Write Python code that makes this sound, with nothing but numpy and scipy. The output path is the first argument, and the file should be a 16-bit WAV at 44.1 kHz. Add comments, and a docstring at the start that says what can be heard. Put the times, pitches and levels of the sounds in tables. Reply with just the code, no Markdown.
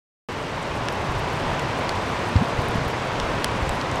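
"""After a short silence, wind cuts in, rushing through tall, foggy conifers: turbulence roars in the
crowns and hisses in the needles. Air rumbles on the single microphone and fine droplets patter faintly.
The wind swells a little over the first second or so, then holds steady. From about one second on,
water drops tick as they strike things close by, and eddies thump on the microphone, hardest near 2.4 s."""
import sys
import numpy as np
from scipy import signal
from scipy.fft import rfft, irfft, next_fast_len
from scipy.io import wavfile
from scipy.ndimage import uniform_filter1d, map_coordinates

SR = 44100
rng = np.random.default_rng(int(sys.argv[2]) if len(sys.argv) > 2 else 0)


def store_wav(level_fs):
    """Save 16-bit WAV to argv[1]."""
    pcm = np.round(np.clip(np.atleast_2d(level_fs), -1, 1) * 32767)
    wavfile.write(sys.argv[1], SR, pcm.T.astype(np.int16))


N = 176400
T = np.arange(N) / SR


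def amp(db):
    """Decibels to amplitude ratio."""
    return 10 ** (np.asarray(db) / 20)


def unit_rms(x):
    """Normalisation to an rms of 1."""
    return x / np.sqrt(np.mean(x ** 2) + 1e-20)


def gain_at(spectrum, hz):
    """Amplitude response, interpolated in decibels over log frequency."""
    points_hz, points_db = np.transpose(spectrum)
    return amp(np.interp(np.log(hz + 1), np.log(points_hz + 1), points_db))


def envelope(rows):
    """Linear interpolation in time, one value per sample."""
    return np.interp(T, *np.transpose(rows))


def wobble(knots_per_s):
    """Smooth random modulation: a spline through Gaussian values."""
    return map_coordinates(rng.standard_normal(400), [T * knots_per_s], mode="mirror")


def filtered(x, response):
    """Linear filtering: the spectrum of x times a frequency response."""
    size = next_fast_len(2 * len(x))
    return irfft(rfft(x, size) * response(np.fft.rfftfreq(size, 1 / SR)), size)[:len(x)]


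def add(out, start_s, sound):
    """Superposition of a short sound on the mix."""
    part = out[max(0, round(start_s * SR)):][:len(sound)]
    part += sound[:len(part)]


def turbulence(spectrum, patchy_db):
    """Modulated noise of rms 1: its gain varies in random patches of time and frequency."""
    cells = signal.stft(rng.standard_normal(N), nperseg=512)[2]
    patches = uniform_filter1d(rng.standard_normal(cells.shape), size=7, axis=0)
    patches = uniform_filter1d(patches, size=18, axis=1)
    noise = signal.istft(cells * amp(patchy_db * unit_rms(patches)), nperseg=512)[1][:N]
    return unit_rms(filtered(noise, lambda hz: gain_at(spectrum, hz)))


# Strength of the wind's sound: time_s, level_db
WIND_LEVEL = [(.29, -29), (.6, -28), (.95, -27), (1.3, -25.5), (1.7, -25), (2.2, -25.5), (2.7, -25.5),
              (3.2, -25.5), (3.6, -25.5), (4, -25.5)]
# Spectra of the crowns' rush and the needles' hiss: frequency_hz, relative_density_db
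CROWN_SPECTRUM = [(25, -14.5), (70, -7), (125, 1.5), (190, -5), (290, -4), (370, -5), (550, -3.5),
                  (760, -5), (980, -3), (1250, -8.5), (1800, -12), (2550, -15), (4000, -22.5),
                  (6000, -29.5), (9000, -44), (15500, -71)]
NEEDLE_SPECTRUM = [(800, -21), (3000, 5), (5000, 0.5), (8300, -2.5), (10000, -8.5), (11300, -13.5),
                   (13000, -14.5), (15500, -21)]
NEEDLE_DB, NEEDLE_DB_PER_GUST_DB = -23, 0.71  # relative to the crowns; the hiss swells less than the rush


def wind_in_trees():
    """Aerodynamic noise: one wind strength drives the rush of the crowns and the hiss of the needles."""
    wind_db = envelope(WIND_LEVEL)
    gust_db = wind_db - wind_db.mean() + .2 * wobble(7.27)
    crowns = amp(gust_db) * turbulence(CROWN_SPECTRUM, patchy_db=0.32)
    hiss = unit_rms(filtered(rng.standard_normal(N), lambda hz: gain_at(NEEDLE_SPECTRUM, hz)))
    needles = amp(NEEDLE_DB + NEEDLE_DB_PER_GUST_DB * gust_db + 1.4 * wobble(45)) * hiss
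    return amp(wind_db.mean()) * (crowns + needles)


# Airflow on the microphone: time_s, level_db
RUMBLE_LEVEL = [(.3, -47), (.9, -41), (1.15, -34.5), (2.1, -40), (2.7, -38), (3.3, -33), (4, -38)]
# Spectrum of its rumble: frequency_hz, relative_density_db
RUMBLE_SPECTRUM = [(12, -19), (30, -1.5), (60, 1), (110, 1), (200, -10), (400, -34), (1000, -68)]
# Single eddies: centre_s, envelope_peak_db, pitch_hz, half_width_s
EDDIES = [(1.098, -18.5, 70, 0.0057), (1.112, -23, 170, 0.0048), (1.462, -29, 55, 0.0075),
          (2.3665, -7, 88, 0.0091), (2.359, -12.5, 196, 0.003), (2.392, -20, 129, 0.0083),
          (2.414, -13, 147, 0.0052), (2.424, -14, 220, 0.0047), (2.592, -13, 89, 0.0045),
          (2.697, -18, 100, 0.0026), (2.758, -13, 142, 0.0028), (2.785, -13.5, 105, 0.0029),
          (2.82, -18, 110, 0.0042), (2.869, -20.5, 84, 0.0065), (3.244, -21, 50, .011),
          (3.395, -24.5, 75, 0.0072), (3.632, -17.5, 62, 0.0098), (3.711, -21.5, 52.4, 0.0077)]


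def buffeting():
    """Turbulent pressure on the microphone: a lumpy rumble, and eddies that swing it once or twice."""
    rumble = amp(2.5 * wobble(14)) * turbulence(RUMBLE_SPECTRUM, patchy_db=-2.7)
    out = amp(envelope(RUMBLE_LEVEL)) * unit_rms(rumble)
    for centre_s, peak_db, pitch_hz, half_width_s in EDDIES:
        t = T - centre_s
        pulse = amp(peak_db) * np.exp(-(t / half_width_s) ** 2)
        out += pulse * np.sin(2 * np.pi * (pitch_hz * t + rng.random()))
    return out


# Response of the surfaces that all drops strike, far and near: frequency_hz, gain_db
SURFACE_RESPONSE = [(500, -29), (1600, -3.5), (2900, 0), (4000, -8.5), (4700, -5), (6200, -9), (7050, -14),
                    (7600, -5), (8500, -9), (9400, -13), (11200, -13), (12200, -15), (15500, -23)]
# Fine droplets that stand out from the patter: start_s, level_db, centre_hz
CLEAR_DROPLETS = [(.627, -44, 8800), (.924, -42, 11000), (1.196, -46, 11500), (1.79, -43, 10500),
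                  (2.62, -46, 13000), (2.685, -38.5, 11300), (2.882, -41, 12000)]
PATTER_PER_S, PATTER_BASE_DB, PATTER_SPREAD_DB, PATTER_T60_S = 60, -53.5, 2.5, .025
PATTER_HZ, PATTER_LOG_WIDTH = 8600, 0.24
PATTER_DB_PER_GUST_DB = 1.5  # more wind shakes down bigger drops


def far_patter():
    """Shot noise: droplets land, most at random times, each a decaying burst in its own treble band."""
    out, t = np.zeros(N), T[:1024]
    wind_db = envelope(WIND_LEVEL)
    ticks = list(CLEAR_DROPLETS)
    for _ in range(round(PATTER_PER_S * N / SR)):
        start_s = rng.uniform(0, N / SR)
        size = min(rng.exponential(), 2.5)
        gust_db = np.interp(start_s, T, wind_db) - wind_db.mean()
        level_db = PATTER_BASE_DB + PATTER_SPREAD_DB * size + PATTER_DB_PER_GUST_DB * gust_db
        ticks.append((start_s, level_db, PATTER_HZ * np.exp(.2 * rng.normal())))
    for start_s, level_db, centre_hz in ticks:
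        band = lambda hz: np.exp(-(np.log((hz + 1) / centre_hz) / PATTER_LOG_WIDTH) ** 2 / 2)
        noise = filtered(rng.standard_normal(len(t)), lambda hz: band(hz) * gain_at(SURFACE_RESPONSE, hz))
        add(out, start_s, amp(level_db - 60 * t / PATTER_T60_S) * unit_rms(noise))
    return out


# Drops landing close by: start_s, level_db, knock_hz, cutoff_hz
NEAR_DROPS = [(0.8851, -19, 2870, 8300), (1.595, -29, 7040, 11000), (1.8928, -20, 4540, 8400),
              (2.3635, -25, 3420, 5500), (2.457, -28, 4000, 5000), (2.745, -32, 5550, 7000),
              (3.1996, -21, 3660, 7000), (3.444, -13.5, 3050, 12500), (3.693, -25.5, 7740, 14000),
              (3.813, -24.5, 4550, 6040), (3.914, -30, 7300, 8500), (3.958, -32, 6500, 8000)]
DROP_ATTACK_S, DROP_HOLD_S, DROP_T60_S = .0002, .0013, .0045
KNOCK_DB = -4.5  # relative to the splash


def near_drops():
    """Impact excitation: each drop makes a low-passed splash and a damped ring of the struck spot."""
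    out, t = np.zeros(N), T[:512]
    attack = 1 - np.exp(-t / DROP_ATTACK_S)
    shape = attack * amp(-60 * np.maximum(t - DROP_HOLD_S, 0) / DROP_T60_S)
    shape_rms = np.sqrt(np.mean(shape ** 2))
    for start_s, level_db, knock_hz, cutoff_hz in NEAR_DROPS:
        colour = lambda hz: gain_at(SURFACE_RESPONSE, hz) / np.sqrt(1 + (hz / cutoff_hz) ** 10)
        splash = unit_rms(shape * filtered(rng.standard_normal(len(t)), colour))
        knock = unit_rms(shape * np.sin(2 * np.pi * knock_hz * t))
        add(out, start_s, amp(level_db) * shape_rms * unit_rms(splash + amp(KNOCK_DB) * knock))
    return out


def scene():
    """Superposition: the pressures of wind and dripping water add in one channel."""
    return (wind_in_trees() + buffeting() + far_patter() + near_drops())[None]


ONSET_S, BAND_LIMIT_HZ = .287, 15850


def record(dry):
    """Gating and band limiting: the sound cuts in after a silence and passes an ideal low-pass filter."""
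    gated = dry[0] * (T >= ONSET_S)
    return filtered(gated, lambda hz: hz < BAND_LIMIT_HZ)[None]


dry = scene()
out = record(dry)
store_wav(out)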